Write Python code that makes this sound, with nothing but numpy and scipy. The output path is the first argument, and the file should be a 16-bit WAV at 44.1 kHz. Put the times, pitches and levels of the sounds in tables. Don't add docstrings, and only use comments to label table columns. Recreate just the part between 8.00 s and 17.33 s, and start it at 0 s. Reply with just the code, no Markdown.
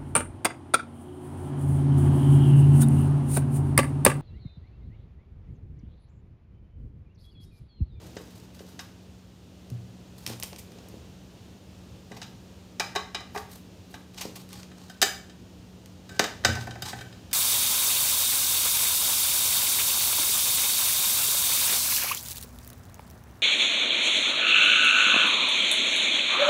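import sys
import numpy as np
from scipy import signal
from scipy.fft import rfft, irfft
from scipy.io import wavfile

SR = 44100
rng = np.random.default_rng(int(sys.argv[2]) if len(sys.argv) > 2 else 0)


def wav_out(sig):
    wavfile.write(sys.argv[1], SR, np.round(np.clip(np.atleast_2d(sig).T, -1, 1) * 32767).astype(np.int16))


def nominal_scale(level):
    x = np.asarray(level, float) / 20
    return 10 ** x


N = 411453


def rms_one(x):
    return x / np.sqrt(np.mean(x ** 2) + 1e-20)


def at_hz(points, hz):
    table_hz, values = np.transpose(points)
    return np.interp(np.log(hz), np.log(table_hz), values)


def cut(x, hz, kind, order=2):
    return signal.sosfilt(signal.butter(order, hz, kind, fs=SR, output="sos"), x + 1e-18)


def drift(rate):
    knots = rng.standard_normal(N // 200)
    return np.interp(np.arange(N) * rate / SR, np.arange(len(knots)), knots)


def coloured(x, points):
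    hz = np.maximum(np.fft.rfftfreq(N, 1 / SR), 1)
    return rms_one(irfft(rfft(x) * nominal_scale(at_hz(points, hz)), N))


def ring(drive, hz, t60):
    radius = nominal_scale(-60 / (max(t60, .01) * SR))
    angle = 2 * np.pi * hz / SR
    return signal.lfilter([0, np.sin(angle)], [1, -2 * radius * np.cos(angle), radius * radius], drive + 1e-18)


def split_modes(modes, split):
    modes = np.repeat(modes, 4, axis=0)
    offsets = np.resize([-1.5, -.5, .5, 1.5], len(modes)) + rng.uniform(-.4, .4, len(modes))
    modes[:, 0] *= 1 + split * offsets
    return modes


def chatter_of(shape):
    contacts = rng.standard_normal(len(shape))
    for _ in range(4):
        spread = rfft(contacts * shape)
        contacts = irfft(spread / np.abs(spread))
        early_spread = np.std(contacts[:len(shape) // 64])
        contacts = np.tanh(contacts / (shape + .05) / early_spread)
    return contacts * shape


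def blows(events, modes, ring_db, crack_db, rise, mids_db, mids_follow, contact_ms):
    age = np.arange(4096) / SR
    edges, centres = [450, 1050, 2000, 6500, 16000], [750, 1500, 3500, 11000]
    length = contact_ms / 1000
    envelope = np.tanh(age / (rise * length)) * np.exp(-(age / length) ** 1.2)
    crack = np.zeros((4, N + len(age)))
    drive = np.zeros((len(modes), N + len(age)))
    for s, level_db, body_db, edge_db, *free_db in events:
        chatter = chatter_of(envelope)
        colour = level_db + np.array([body_db, mids_db + mids_follow * body_db, 0, edge_db])
        here = slice(round(s * SR), round(s * SR) + len(age))
        crack[:, here] += nominal_scale(colour[:, None] + np.c_[crack_db]) * chatter

        strength = np.interp(np.log(modes[:, 0]), np.log(centres), colour)
        strength += modes[:, 1] + ring_db + sum(free_db)
        strength += 2.5 * np.repeat(rng.standard_normal(len(modes) // 4), 4)
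        drive[:, here] += nominal_scale(strength)[:, None] * chatter / np.linalg.norm(chatter)

    rings = sum(ring(d[:N], hz, t60) for d, (hz, db, t60) in zip(drive, modes))
    bands = zip(edges, edges[1:])
    cracks = sum(cut(c[:N], band, "band", order=3) for c, band in zip(crack, bands))
    return cut(rings + cracks, 440, "high")


# frequency in Hz, relative density in dB per Hz.
AIR_COLOUR = [(15, -69), (25, -29), (55, -4), (104, -1.5), (152, -10), (260, -11), (482, -16.5),
              (1050, -27.5), (2200, -33), (2700, -28.5), (7000, -34.5), (8300, -40.5), (9300, -39.5),
              (11000, -47.5), (13800, -42.5), (15500, -42)]
# time in seconds, level in dB rms between 250 and 900 Hz, before the sway.
AIR_LEVEL = [(0.0, -52.5), (0.54, -57), (1.27, -58), (2.96, -53.5), (3.19, -55.5), (8.03, -56), (8.68, -51),
             (9.33, -53.5)]
# mean frequency in Hz, level in dB rms before the waver.
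HUM_LINES = [(70.0, -62.5), (91.5, -65.5), (183.0, -53.5), (242.2, -66), (301.5, -70)]


def fan_and_air():
    air = coloured(rng.standard_normal(N), AIR_COLOUR)
    air = air / np.std(cut(air, [250, 900], "band"))
    level_db = np.interp(np.arange(N) / SR, *np.transpose(AIR_LEVEL)) + .5 * drift(6.1)
    hum = np.zeros(N)
    for hz, db in HUM_LINES:
        level = nominal_scale(db + 1.5 * drift(3.7)) * np.sqrt(2)
        wavering_hz = hz + 1.16 * drift(5.0)
        hum += level * np.sin(np.cumsum(2 * np.pi * wavering_hz / SR))
    return nominal_scale(level_db) * air + hum


# frequency in Hz, time to fall 60 dB in seconds.
ROOM_T60 = [(200, 0.37), (1500, 0.45), (6000, 0.38), (14000, 0.34)]


def room(x, first_s):
    t = np.arange(SR // 2) / SR
    tail = np.zeros(len(t))
    for low in 125 * 2. ** np.arange(7):
        band = cut(rng.standard_normal(len(t)), [low, 2 * low], "band")
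        tail += band * nominal_scale(-60 * t / at_hz(ROOM_T60, low * np.sqrt(2)))
    tail *= np.clip(t / first_s, 0, 1)
    return signal.fftconvolve(x, tail / np.linalg.norm(tail))[:N]


# start in seconds, relative level in dB,
# hardness in dB per octave, nearness to the edge in dB (favours the lowest mode).
THUMPS = [(0.167, -64.5, 23, 0), (0.606, -63, 19, 0), (1.716, -26, -13, -10), (2.274, -35.5, 0, 3),
          (2.301, -42, 8, -6), (2.526, -51, 9, -6), (2.76, -54.5, 8.5, -4), (2.86, -55, 8, -4),
          (2.941, -46.5, 7, -6), (4.113, -43.5, 6.5, -8), (6.253, -45.5, 12.5, -4), (7.026, -51, 16, -4),
          (8.197, -43, 17.5, 3), (8.455, -28, 3.5, 9.5), (8.49, -28.5, 4, 12.5), (8.579, -25.5, -11, -13),
          (8.68, -35, -1.5, -20), (8.829, -34.5, -19, -1), (8.93, -36, -0.5, -11)]
# frequency in Hz, relative level in dB, t60 in seconds.
BENCH_MODES = [(88, 2.5, 0.3), (118, 2.5, 0.57), (228, -3.5, 0.21), (318.5, -7, 0.12), (433, -3.5, 0.034),
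               (507, -3, 0.035)]


def bench():
    boom = np.zeros(N)
    at = [round(row[0] * SR) for row in THUMPS]
    _, push_db, hardness, edge_db = np.transpose(THUMPS)
    second_hz = BENCH_MODES[1][0]
    for k, (hz, db, t60) in enumerate(BENCH_MODES):
        octaves = np.log2(min(hz, 380) / second_hz)
        pushes = np.zeros(N)
        pushes[at] = nominal_scale(push_db + db + hardness * octaves + edge_db * (k == 0))
        boom += ring(pushes, hz, t60)
    return cut(cut(boom, 710, "low"), 110, "high", order=4)


# start in seconds, length in seconds,
# relative level in dB, level of the bright part against the dull part in dB.
SLIDES = [(0.036, 0.026, -60, -1.5), (0.14, 0.28, -66, -.5), (0.557, 0.17, -64, -1), (0.794, 0.033, -68, 6),
          (2.183, 0.12, -65.5, 1), (2.274, 0.059, -51, -7), (2.41, 0.0086, -79, 2), (2.72, 0.21, -89, -20),
          (4.105, 0.074, -61.5, -7), (4.223, 0.014, -70.5, 12), (5.362, 0.015, -56, 6.5),
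          (5.52, 0.029, -60.5, 2.5), (5.922, 0.023, -63, 2.5), (6.186, 0.036, -44, -8),
          (6.356, 0.059, -59, -2), (6.515, 0.087, -54.5, -7), (6.78, 0.15, -59, -7),
          (8.11, 0.054, -59.5, -9), (8.497, 0.13, -53.5, -6), (8.86, 0.042, -43.5, -9),
          (8.993, 0.023, -74, 12)]
# frequency in Hz, relative density in dB per Hz.
SLIDE_COLOUR = [(290, -33), (500, -39), (792, -4), (938, -7), (2690, -14.5), (4100, -7), (9000, -15.5),
                (11700, -86), (19800, -120)]


def sliding():
    swell, fade = 510, 300
    grain_db = 3.5 * np.minimum(rng.exponential(1, N), 5)
    grit = rng.standard_normal((2, N)) * nominal_scale(grain_db)
    t, level, bright = np.arange(N) / SR, np.zeros(N), np.zeros(N)
    for s, length, db, highs_db in SLIDES:
        before, after = np.maximum(s - t, 0), np.maximum(t - s - length, 0)
        stroke = nominal_scale(db - swell * before - fade * after)
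        level += stroke
        bright += nominal_scale(highs_db) * stroke
    slips = nominal_scale(5.2 * drift(120))
    dull_grit = coloured(grit[0], SLIDE_COLOUR)
    bright_grit = rms_one(cut(grit[1], 7700, "high"))
    return slips * (level * dull_grit + bright * bright_grit)


CONTACT_MS = {"knock": 6.1, "tap": 7.68, "tick": 1.47, "scuff": 11}
# start in seconds, relative level, body and edge in dB.
SCUFFS = [(2.289, -31, -18, -12), (2.582, -31.5, -42, -10), (4.163, -32.5, -10, -21),
          (6.174, -26.5, -52, -21), (6.207, -19.5, -20, -15.5), (6.354, -29, -20, -13.5)]


def scuffs(unit_modes):
    return blows(SCUFFS, unit_modes, ring_db=-51, crack_db=[21.0, 30.4, 1.2, 9.7], rise=0.95,
                 mids_db=-28, mids_follow=0.23, contact_ms=CONTACT_MS["scuff"])


# start in seconds, relative level, body and edge in dB.
TICKS = [(1.701, -42.5, -18, -4), (2.264, -20, -24, -9), (2.275, -30, -25, -3), (2.334, -38, -5, -15),
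         (2.399, -37, 0, 4), (2.426, -23, -34, -15), (2.433, -31, -2, 7), (2.439, -27, -29, -17),
         (2.53, -35.5, 3, -26), (2.561, -36, -21, -9), (2.664, -74, -16, -3), (2.719, -44, -20, -11),
         (2.786, -44.5, 5, -33), (2.886, -52.5, -12, 9), (6.145, -42, -24, -10), (6.49, -45, -20, -2),
         (6.53, -35, -32, -4), (6.631, -35, -15, -19), (7.859, -40.5, -9, -7)]


def ticks(unit_modes):
    return blows(TICKS, unit_modes, ring_db=-29.0, crack_db=[12.3, 13.4, 6.7, 7.7], rise=0.13,
                 mids_db=-4.5, mids_follow=0.32, contact_ms=CONTACT_MS["tick"])


# start in seconds, relative level, body, edge
# and ring in dB (how freely it rings after).
TAPS = [(0.166, -33.5, -8, -27, -6), (0.591, -40.5, -23, -36, -4), (0.791, -28.5, -12.5, -19, -5.5),
        (4.116, -40.5, 1.5, -51, -1.5), (4.216, -30.5, -15.5, -38, -2.5), (4.228, -34, -37, -22, 1),
        (4.797, -17, -10.5, -13, 0.5), (4.951, -32, 1, -10, -3), (4.958, -23, -2.5, -15, 2.5),
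        (5.146, -28, -12.5, -30, 7), (5.204, -41.5, 2.5, -13, -2.5), (5.347, -48, 0, -38, 13.5),
        (5.359, -34, 11, -40, -4), (5.375, -28.5, -6, -33, -10), (5.94, -36.5, -5.5, -34, -1)]
# frequency in Hz before splitting, relative level in dB, t60 in seconds.
HOUSING_MODES = [(420, -10.5, 0.085), (785, -8, 0.12), (900, -4, 0.061), (970, -27, 0.069),
                 (1163, -3, 0.15), (1325, -9, 0.16), (1643, -8.5, 0.15), (1967, -16.5, 0.32),
                 (2400, -9, 0.1), (3015, -9, 0.09), (3390, -18.5, 0.12), (3900, -7, 0.086),
                 (4350, -19, 0.07), (5070, -6, 0.06), (5460, -29, .05), (6230, -38, .04)]


def housing():
    return blows(TAPS, split_modes(HOUSING_MODES, split=0.02336), ring_db=-6.5,
                 crack_db=[4.5, 17.8, 1.05, 3.1], rise=0.13,
                 mids_db=-5.5, mids_follow=0.47, contact_ms=CONTACT_MS["tap"])


# frequency in Hz before splitting, relative level in dB, t60 in seconds.
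COVER_MODES = [(411.4, -3.5, .12), (715, -16, 0.16), (780, 1, 0.052), (1310, -3, 0.059), (1545, -0.5, 0.32),
               (1670, -6, 0.24), (1783, -0.5, 0.042), (1960, -15, 0.14), (2300, -11, 0.2),
               (2530, -9.5, 0.045), (2917, -21.5, 0.24), (3145, -8, 0.046), (3800, -12.5, 0.077),
               (4030, -12.5, 0.04), (4730, -10.5, 0.033), (5300, -47, 0.035), (4980, -7.5, 0.097),
               (6900, -5, 0.027), (6150, -4, 0.024), (6930, -11, 0.027), (7700, -4, 0.072),
               (8300, -14, 0.0786)]


def drag():
    start_s, length_s, level_db = 8.092, 0.08, -50.5
    t = np.arange(N) / SR - start_s
    friction = rng.standard_normal(N) * (t > 0) * (t < length_s)
    singing = sum(nominal_scale(db) * t60 * ring(friction, hz, t60) for hz, db, t60 in COVER_MODES)
    return nominal_scale(level_db) * singing / np.sqrt(np.sum(singing ** 2) / (length_s * SR))


# start in seconds, relative level, body, edge and ring in dB
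KNOCKS = [(6.715, -54.5, -12, -27, 4), (6.897, -44, -14, -14, -0.5), (7.016, -11, -30, -18.5, -7),
          (7.025, -13, -22.5, -14.5, 0.5), (7.296, -45.5, -22, -31, 0), (8.092, -44, -19, -16, 1.5),
          (8.193, -8.5, -15.5, -26.5, -15.5), (8.24, -19.5, -17, -25.5, -10), (8.438, -52, -10, -35, 12),
          (8.448, -8, -17, -26, -8.5), (8.553, -27.5, -14, -26, -14), (8.57, -47.5, 10, -37, -7),
          (8.609, -34, -28, -35, -11), (8.67, -42.5, 2, -16, -5.5), (8.708, -37, -29, -46, 2),
          (8.754, -47.5, 3.5, -27, -5), (8.821, -30, -19.5, -13, -3), (8.93, -43.5, -6.5, -43, 5),
          (8.987, -40.5, -23, -48, 2), (9.009, -41.5, -21, -26, 4.5), (9.125, -55.5, -28, -33, 10),
          (9.312, -43.5, -23, -13, -1.5)]


def cover():
    return blows(KNOCKS, split_modes(COVER_MODES, split=0.01), ring_db=-3,
                 crack_db=[19.3, 20.6, 2.6, 15], rise=0.11,
                 mids_db=-4, mids_follow=0.66, contact_ms=CONTACT_MS["knock"])


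# frequency in Hz before splitting, relative level in dB,
# t60 in seconds.
UNIT_MODES = [(3250, -7, 0.17), (5500, -1, .03), (8640, 6, 0.082), (9200, 2.5, 0.15), (10570, -34, 0.054)]


def scene():
    unit_modes = split_modes(UNIT_MODES, split=0.0032)
    struck = cover() + housing() + ticks(unit_modes) + scuffs(unit_modes)
    near = struck + nominal_scale(-2.5) * bench() + sliding() + drag()
    reverberant = nominal_scale(-7) * room(near, first_s=0.00033)
    return (near + reverberant + fan_and_air())[None]


def low_pass(x):
    return signal.sosfilt(signal.butter(12, 16800, fs=SR, output="sos"), x)


def record(dry):
    without_rumble = cut(dry, 65, "high")
    mix = cut(without_rumble, 15000, "low", order=12)
    return low_pass(mix)


dry = scene()
out = record(dry)
wav_out(out)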